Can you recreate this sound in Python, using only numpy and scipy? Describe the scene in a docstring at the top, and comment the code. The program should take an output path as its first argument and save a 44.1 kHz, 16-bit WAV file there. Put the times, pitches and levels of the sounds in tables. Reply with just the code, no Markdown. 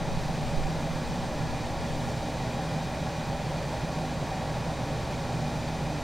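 """Air conditioner in a small camper

A wall air conditioner runs steadily, heard from a phone a couple of metres away. Filtered noise makes the
blower air that rushes through the grille and booms low down; fluttering sines make the tones of fan,
compressor, mains hum and thin whines. One faint tick comes from the plastic casing. A faint deep rumble,
swelling with two jolts of the phone early on, dies away after two seconds."""
import sys
import numpy as np
from scipy import signal
from scipy.fft import rfft, irfft
from scipy.io import wavfile
from scipy.ndimage import uniform_filter1d

SR = 44100
rng = np.random.default_rng(int(sys.argv[2]) if len(sys.argv) > 2 else 0)


def to_wav(sig):
    """Store sig (one row per channel, or 1-D mono) as 16-bit WAV at the path in sys.argv[1].

    Samples outside -1..1 are clipped; the rate is SR.
    """
    pcm = np.clip(np.atleast_2d(sig), -1, 1) * 32767
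    pcm = np.round(pcm).astype(np.int16)
    wavfile.write(sys.argv[1], SR, pcm.T)  # frames by channels


N = 266319  # length in samples, about 6 s

TIME = np.arange(N) / SR  # s
FREQ = np.maximum(np.arange(N // 2 + 1) * SR / N, 1)  # Hz, kept above zero for the logarithm


def undb(db):
    """Decibels to gain."""
    return 10 ** (np.asarray(db) / 20)


def curve(rows):
    """A table of (s, value) joined by straight lines over time."""
    return np.interp(TIME, *np.transpose(rows))


def spectrum(rows):
    """A table of (Hz, value) joined on a log-frequency axis."""
    hz, value = np.transpose(rows)
    return np.interp(np.log(FREQ), np.log(hz), value)


def shape(x, gain):
    """Filter with one gain per frequency."""
    return irfft(rfft(x) * gain, N)


def noise(gain):
    """Noise whose amplitude per root Hz is gain."""
    return shape(rng.standard_normal(N), gain) * np.sqrt(SR / 2)


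def below(hz, order):
    """Gain of a smooth low-pass."""
    return 1 / np.sqrt(1 + (FREQ / hz) ** (2 * order))


def walk(rate):
    """Smooth random motion with unit spread, holding rates up to about rate Hz."""
    x = noise(below(rate, order=3))
    return x / x.std()


def turns(hz, drift):
    """Phase of a rotation whose speed wanders by the share drift."""
    speed_hz = hz * (1 + drift * walk(0.95))
    return 2 * np.pi * np.cumsum(speed_hz) / SR


def tone(phase, db, flutter, rate):
    """One partial at an RMS level of db; moving air makes its strength and phase flutter."""
    path = 1 + flutter * (walk(rate) + 1j * walk(rate)) / np.sqrt(2)
    start = rng.uniform(0, 2 * np.pi)
    amplitude = undb(db) * np.sqrt(2 / (1 + flutter ** 2))  # flutter leaves the level alone
    return amplitude * np.real(path * np.exp(1j * (phase + start)))


def machine(rows, phase, flutter, rate):
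    """Partials locked to whole multiples of one rotation."""
    return sum(tone(round(multiple) * phase, db, flutter, rate) for multiple, db in rows)


def rumble(jolt_db, corner_hz=10):
    """Mostly subsonic rumble: it swells with each jolt of the phone and dies away after two seconds."""
    # jolts of the phone in the hand: peak_s, level_db, half_length_s
    jolt_table = [(.17, -31.5, 0.12), (.6, -30, 0.13)]
    steady_db, fade_s, settle_s = -43.5, 2.0, .22  # a faint steady rumble that dies away after two seconds
    x = noise(below(corner_hz, order=2) * below(34, order=4) * (1 - below(6, order=3)))
    x = x / np.sqrt(uniform_filter1d(x ** 2, size=SR // 4))  # even out the level
    held = undb(steady_db) * np.exp(-np.maximum(TIME - fade_s, 0) / settle_s)
    jolts = sum(undb(db + jolt_db) * np.exp(-((TIME - peak_s) / half_s) ** 2)
                for peak_s, db, half_s in jolt_table)
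    return x * np.hypot(held, jolts)


def ticks(decay_s=.004):
    """A short, damped noise burst around one resonance of the plastic casing."""
    # faint ticks: start_s, level_db, resonance_hz
    tick_table = [(.634, -39, 1950)]
    out = np.zeros(N)
    for start_s, db, hz in tick_table:
        ring = noise(1 / (1 + ((FREQ - hz) / (.25 * hz)) ** 2))
        envelope = np.exp(-np.abs(TIME - start_s) / decay_s) * (TIME >= start_s)
        out += ring / ring.std() * undb(db) * envelope
    return out


def reflections(depth=0.13, decay_s=0.013):
    """Gain of dense echoes from the close walls, which comb the treble finely."""
    echoes = rng.standard_normal(N) * np.exp(-TIME / decay_s) * (TIME > .004)
    comb = rfft(echoes) / np.sqrt(np.sum(echoes ** 2))
    share = depth * (1 - below(1350, order=4))
    return np.abs(1 + share * comb) / np.sqrt(1 + share ** 2)


def cabin_db():
    """Peaks and dips in dB that the duct and the close walls give to the rush."""
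    # resonances (+) and cancellations (-) of duct and cabin: centre_hz, width_hz, gain_db
    cabin = [(81.3, 19, -12), (138.4, 8, -1.5), (158.6, 15.5, 9), (184, 14, -4.5), (198, 7.3, 2),
             (216.5, 8.4, -4.5), (291, 29, 3.5), (335, 20, -1), (361, 11, 3), (389, 16, -5.5),
             (418, 22, 2.5), (482, 44, -3), (546, 54, 3), (657, 30, 2), (715, 28, -9), (789, 87, 5),
             (1102, 13, -2.5), (1116, 30, 5.5), (1392, 74, 4), (1830, 400, 4), (2240, 106, -1.7),
             (2431, 290, 5), (2740, 261, -3.0), (3825, 180, 3.0), (4515, 217, 1.7), (6160, 680, 2),
             (8660, 460, 2.5), (9900, 596, 2)]
    return sum(db / (1 + (2 * (FREQ - hz) / width_hz) ** 2) for hz, width_hz, db in cabin)


def motors():
    """The fan drones, the compressor buzzes just under mains speed, the windings hum and whine."""
    fan_hz, compressor_hz, mains_hz = 18.33, 58.55, 60
    # fan tones: shaft_multiple, level_db
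    fan_tones = [(1, -49), (3, -49.5), (4, -44), (8, -45.5)]
    # compressor tones: shaft_multiple, level_db
    compressor_tones = [(1, -56.5), (3, -51), (4, -55), (5, -54.5), (10, -68.5), (12, -59.5), (13, -48.5),
                        (14, -53.5), (15, -56), (16, -54), (17, -58.5), (19, -61.5), (21, -67), (26, -66.5)]
    # magnetic hum of the motors: mains_multiple, level_db
    hum_tones = [(2, -45), (4, -46)]
    # thin motor whines: pitch_hz, level_db
    whine_tones = [(598.2, -54), (1674, -60.5), (2435, -58), (4860, -68), (6032, -74), (7027, -81)]
    fan = machine(fan_tones, turns(fan_hz, drift=.001), flutter=0.099, rate=2.3)
    compressor = machine(compressor_tones, turns(compressor_hz, drift=0.00032), flutter=0.38, rate=3.1)
    hum = machine(hum_tones, turns(mains_hz, drift=0.00012), flutter=0.53, rate=2.56)
    whines = sum(tone(turns(hz, drift=0.000413), db, flutter=0.51, rate=6) for hz, db in whine_tones)
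    return fan + compressor + hum + whines


def blower(colour, throb_db=1.27, throb_rate=6, flicker_db=0.29):
    """Turbulent air as filtered noise: a throbbing boom low down, an even rush, and hiss at the grille."""
    # slow drift of the low boom: time_s, level_db
    boom_drift = [(0, -37.5), (.4, -34), (1.1, -37), (1.6, -41), (2.8, -36), (4.1, -37.8), (6.04, -36.5)]
    # rise and fall of the treble, used relative to its mean: time_s, level_db
    treble_level = [(0.03, -47.5), (0.16, -46), (1.44, -47), (2.12, -46), (2.36, -47), (6.0, -47)]
    air = noise(colour)
    boom = shape(air, below(190, order=12) * (1 - below(125, order=12)))
    hiss = shape(air, 1 - below(3000, order=2))
    rush = air - boom - hiss
    # flatten the noise band's own slow beating so that the boom follows the drift curve
    slow = np.sqrt(uniform_filter1d(boom ** 2, size=SR // 2))
    # a random walk adds faster throbbing to the boom
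    boom = boom / slow * undb(curve(boom_drift) + throb_db * walk(throb_rate))
    treble = curve(treble_level)
    hiss_db = treble - treble.mean() + flicker_db * walk(9.4)
    return rush + boom + hiss * undb(hiss_db)


def scene():
    """The side noise nearly vanishes from 1 to 5 kHz, so the sound is almost mono there, and wider below and
    above."""
    # rush of the blower air before cabin and echoes: frequency_hz, level_db_per_hz
    air_rows = [(20, -66), (50, -63), (85, -62), (115, -56.5), (200, -62), (380, -68.5), (600, -64),
                (900, -69.0), (1250, -78.5), (2400, -81), (4600, -83), (7800, -91.5), (11000, -101.7),
                (15500, -105.5)]
    # level of the side noise against the rush: frequency_hz, relative_level_db
    side_level = [(25, -11), (60, -17), (150, -24), (400, -20), (750, -29.5), (1200, -56), (3000, -48.5),
                  (5000, -42), (6200, -8), (8500, -11), (11000, -3), (15000, -1)]
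    # the right microphone is louder in the bass, the left one leads:
    # frequency_hz, left_minus_right_db, left_lead_radians
    port_rows = [(25, 0, .1), (70, -3, 0.14), (120, -1.6, 0.22), (250, -.6, 0.13), (600, -0.1, 0.1),
                 (1000, 0, 0)]
    colour = undb(spectrum(air_rows) + cabin_db()) * reflections()
    mid = blower(colour) + motors() + ticks() + rumble(jolt_db=0)
    side = noise(colour * undb(spectrum(side_level))) + rumble(jolt_db=-6)
    ports = np.array(port_rows)
    balance_db, lead = spectrum(ports[:, [0, 1]]), spectrum(ports[:, [0, 2]])
    left = undb(balance_db / 2) * np.exp(1j * lead / 2)  # each side takes half the difference
    return np.array([shape(mid, left) + side, shape(mid, 1 / left) - side])


def record(dry):
    """The phone cuts the top steeply, here with an elliptic low-pass."""
    top_hz = 15730
    return signal.sosfilt(signal.ellip(12, .1, 90, top_hz, fs=SR, output="sos"), dry)


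dry = scene()
out = record(dry)
to_wav(out)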